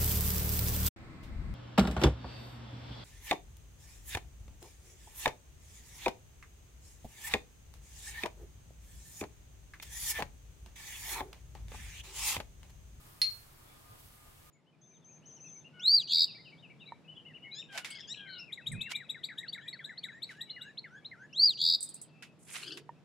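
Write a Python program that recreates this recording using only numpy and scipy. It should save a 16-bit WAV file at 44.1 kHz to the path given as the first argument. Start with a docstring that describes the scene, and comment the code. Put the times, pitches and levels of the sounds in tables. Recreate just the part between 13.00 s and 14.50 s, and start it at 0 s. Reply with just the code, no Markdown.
"""A small porcelain paint dish on a table is tapped once in a quiet room.
The blow and a light rebound each give a sharp tick and excite one bright ring plus weaker modes.
Reflections from table and walls make the ring swell and dip; a short diffuse tail follows.
Behind it: faint handling noises, a low rumble, a wavering whine and microphone hiss."""
import sys
import numpy as np
from scipy import signal
from scipy.fft import rfft, irfft
from scipy.io import wavfile

SR = 44100
rng = np.random.default_rng(int(sys.argv[2]) if len(sys.argv) > 2 else 0)


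def materialize(psi):
    """Save the field psi as 16-bit PCM at rate SR to the path in sys.argv[1].

    A 1-D psi becomes a single channel; in a 2-D psi each row is a channel.
    """
    bounded = np.clip(np.atleast_2d(psi).T, -1, 1)
    quanta = np.round(bounded * 32767).astype(np.int16)
    wavfile.write(sys.argv[1], SR, quanta)


N = 66150

# left-right likeness of background and handling noise: (frequency [Hz], correlation [-])
STEREO_CORRELATION = [(60, 1), (130, 0.85), (290, -0.11), (640, -.25), (1400, -0.21), (3100, -0.19),
                      (6000, -0.0021), (8000, 1), (15000, .97)]


def from_db(db):
    """Decibels to gain."""
    return 10 ** (np.asarray(db) / 20)


def rms_one(x):
    """Scale to unit rms."""
    return x / np.sqrt(np.mean(x ** 2) + 1e-20)


def at_hz(points, hz):
    """Interpolate a table over log frequency."""
    freqs_hz, values = np.transpose(points)
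    return np.interp(np.log(hz), np.log(freqs_hz), values)


def pan(db):
    """Stereo gains for a left-minus-right level."""
    return from_db(np.array([[db], [-db]]) / 2)


def decay(t60_s):
    """Envelope falling 60 dB in t60_s."""
    return np.exp(-np.log(1000) * np.arange(N) / SR / t60_s)


def convolve(x, response):
    """Apply an impulse response; keep N samples."""
    return signal.fftconvolve(np.atleast_2d(x), np.atleast_2d(response), axes=1)[:, :N]


def drift(rate_hz):
    """Slow random curve, unit rms."""
    hz = np.arange(N // 2 + 1) * SR / N
    return rms_one(irfft(rfft(rng.standard_normal(N)) / (1 + (hz / rate_hz) ** 2), N))


def noise_bands():
    """Yield (centre [Hz], two independent noises) per third octave."""
    edges_hz = 18 * 2 ** (np.arange(31) / 3)
    white = rng.standard_normal((2, 2, N + SR // 2))
    for k, (low, high) in enumerate(zip(edges_hz, edges_hz[1:])):
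        sos = signal.butter(2, [low, high], "band", fs=SR, output="sos")
        yield np.sqrt(low * high), signal.sosfilt(sos, white[k % 2])[:, -N:]


def minimum_phase(spectrum):
    """Minimum-phase impulse response of a spectrum, unit energy."""
    hz = np.maximum(np.arange(N // 2 + 1) * SR / N, 1)
    cepstrum = irfft(np.log(from_db(at_hz(spectrum, hz))), N)
    cepstrum[1:N // 2] *= 2
    cepstrum[N // 2 + 1:] = 0
    response = irfft(np.exp(rfft(cepstrum)), N)
    return response / np.linalg.norm(response)


def to_stereo(mid, side, hz):
    """Mix two noises to left and right with the correlation at hz."""
    correlation = at_hz(STEREO_CORRELATION, hz)
    return np.sqrt(1 + correlation) * mid + np.sqrt(1 - correlation) * side * [[1], [-1]]


def noise_swells(events, spectrum):
    """Gaussian swells of coloured stereo noise."""
    t = np.arange(N) / SR
    hz = np.maximum(np.arange(N // 2 + 1) * SR / N, 1)
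    mid, side = rfft(rng.standard_normal((2, N))) * from_db(at_hz(spectrum, hz))
    noise = rms_one(irfft(to_stereo(mid, side, hz), N))
    envelope = sum(from_db(db) * np.exp(-2 * ((t - peak_s) / length_s) ** 2)
                   for peak_s, length_s, db in events)
    return noise * envelope


def rumble_and_hiss(level_db=-58, flicker_db=0.69):
    """Room rumble and microphone hiss; each band flickers slightly."""
    # noise floor: (frequency [Hz], relative density [dB])
    spectrum = [(20, 1), (30, -6), (55, -6), (120, -4.5), (145, -4), (175, -15.5), (300, -13.5), (500, -19),
                (1050, -16.5), (1400, -19), (3000, -23), (6300, -27), (9000, -26), (13400, -27),
                (15800, -29)]
    out = 0
    for hz, (mid, side) in noise_bands():
        gain = from_db(at_hz(spectrum, hz) + flicker_db * drift(rate_hz=6))
        out = out + gain * to_stereo(mid, side, hz)
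    return from_db(level_db) * rms_one(out)


def whine(pitch_hz=1217, wander_hz=8.7, flicker_db=3, gain_db=1.5):
    """Faint tone; pitch and level waver independently on each side."""
    # loudness contour: (time [s], relative level [dB])
    contour = [(0, -73), (.12, -71), (.27, -74.5), (.45, -81.5), (.68, -79.5), (.84, -69), (.94, -67),
               (1.05, -87), (1.14, -73), (1.28, -72), (1.4, -81), (1.5, -70.5)]
    level_db = gain_db + np.interp(np.arange(N) / SR, *np.transpose(contour))
    sides = []
    for _ in range(2):
        phase = 2 * np.pi * np.cumsum(pitch_hz + wander_hz * drift(rate_hz=27)) / SR
        rms = from_db(level_db + flicker_db * drift(rate_hz=18))
        sides.append(rms * np.sqrt(2) * np.sin(phase))
    return np.array(sides)


def handling():
    """Dry brushes of a hand on paper, dull rustles, low bumps and a tiny squeak."""
    # swells: (peak time [s], length [s], level [dB])
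    brushes = [(.08, 0.12, -63), (.32, 0.063, -62), (.38, 0.17, -61.5), (1.0, 0.018, -59.5),
               (1.06, .06, -60), (1.14, 0.038, -65)]
    rustles = [(.08, 0.079, -66.5), (.6, 0.025, -71), (.73, 0.19, -64), (.95, 0.087, -62),
               (1.275, 0.044, -66)]
    bumps = [(.08, 0.023, -61.5), (.28, .05, -62), (.91, 0.064, -59), (1.055, 0.016, -53)]
    squeaks = [(.72, 0.075, -67)]
    # their spectra: (frequency [Hz], relative density [dB])
    brush_spectrum = [(1000, -7), (6000, -5), (8000, -7.5), (10000, -3.5), (12200, -1), (13500, -2),
                      (15500, -2)]
    rustle_spectrum = [(100, -8), (400, -0.5), (1000, 0.5), (1700, -10), (3400, -11), (5000, -15),
                       (12000, -27)]
    bump_spectrum = [(20, -16), (60, -8), (110, 0.5), (150, -8), (250, -30), (1000, -60), (5000, -96)]
    squeak_spectrum = [(1000, -41), (2100, -20), (2300, 5), (2600, -26), (3200, -22), (3480, 5),
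                       (3750, -27), (6000, -40)]
    return (noise_swells(brushes, brush_spectrum) + noise_swells(rustles, rustle_spectrum)
            + noise_swells(bumps, bump_spectrum) + noise_swells(squeaks, squeak_spectrum))


def room_tail(x, build_s=0.0023):
    """Dense reflections build up and die away, high treble first."""
    # reverberation time: (frequency [Hz], T60 [s])
    room_t60 = [(500, .25), (2000, .24), (4300, 0.27), (8000, 0.21), (15000, 0.11)]
    tail = sum(band * decay(at_hz(room_t60, hz)) for hz, band in noise_bands())
    tail *= 1 - np.exp(-np.arange(N) / SR / build_s)
    return convolve(x, rms_one(tail) / np.sqrt(N))


def early_echoes(x):
    """Delayed copies from table and walls reinforce or cancel the ring."""
    # reflections: (delay [s], left gain [dB], right gain [dB])
    reflections = [(.00694, -6.5, -11), (.02168, -6.5, -28), (.03659, -40, -11), (.04773, -6.5, -29),
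                   (.08009, -7, -40), (.09599, -22, -21)]
    n, out = np.arange(N), np.zeros((2, N))
    for delay_s, *sides_db in reflections:
        for side, db in enumerate(sides_db):
            out[side] += from_db(db) * np.interp(n - round(delay_s * SR), n, x[side], left=0)
    return out


def tap_impulses():
    """Blow and light rebound as impulses: one row drives the ring, one the tick."""
    # contacts: (time [s], ring drive [dB], tick drive [dB])
    contacts = [(0.21685, 0, 0), (0.2204, -15, -7)]
    impulses = np.zeros((2, N))
    for time_s, *drives_db in contacts:
        impulses[:, int(time_s * SR)] += from_db(drives_db)
    return impulses


def contact_tick(impulses, gain_db=-20):
    """Each contact gives a bright noise burst of a few milliseconds."""
    # tick colour: (frequency [Hz], relative density [dB])
    spectrum = [(150, -43), (550, -22), (1000, -23.5), (1600, -15), (2120, -1.5), (2800, -9), (3500, -6),
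                (4600, 0), (6000, -4.5), (7600, -4), (9000, -12), (11000, -9), (12200, -4.5), (13200, -14),
                (15500, -7.5)]
    burst = rng.choice([-1, 1], N) * decay(t60_s=0.0032)
    return from_db(gain_db) * convolve(convolve(impulses, burst), minimum_phase(spectrum))


def dish_ring(impulses, onset_s, radiates_above_hz=2230):
    """Each mode rings as a damped sine; so small a dish radiates no bass."""
    # dish modes: (frequency [Hz], level before high-pass [dB], T60 [s], left minus right [dB])
    modes = [(2073, -35, 0.027, -7), (2150, -36, 0.03, -10), (4251, -20, .235, -2), (4318, -28.5, .09, -2),
             (4610, -37.5, 0.086, 3), (5350, -42.5, 0.083, -13), (7200, -51.5, .03, 0),
             (10228, -38.5, 0.1, -12.5), (12080, -50, .04, -3), (12210, -46.5, 0.046, -6)]
    t = np.arange(N) / SR
    response = sum(from_db(db) * pan(pan_db) * decay(t60_s) * np.sin(2 * np.pi * hz * t)
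                   for hz, db, t60_s, pan_db in modes)
    response *= 1 - np.exp(-t / onset_s)
    radiation = signal.butter(3, radiates_above_hz, "high", fs=SR, output="sos")
    return signal.sosfilt(radiation, convolve(impulses, response))


def scene():
    """Tapped dish and its reflections over handling noise, noise floor and whine."""
    ring_drive, tick_drive = tap_impulses()
    ring = dish_ring(ring_drive, onset_s=0.00016)
    tick = contact_tick(tick_drive)
    echoes = early_echoes(dish_ring(ring_drive, onset_s=0.002))  # clustered reflections: softer onset
    tail = room_tail(from_db(-18) * ring + from_db(-1.5) * tick)
    return ring + pan(db=-0.5) * tick + echoes + tail + handling() + rumble_and_hiss() + whine()


def record(dry):
    """Steep elliptic low-pass."""
    cutoff_hz = 15900
    return signal.sosfilt(signal.ellip(12, .1, 80, cutoff_hz, fs=SR, output="sos"), dry)


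dry = scene()
out = record(dry)
materialize(out)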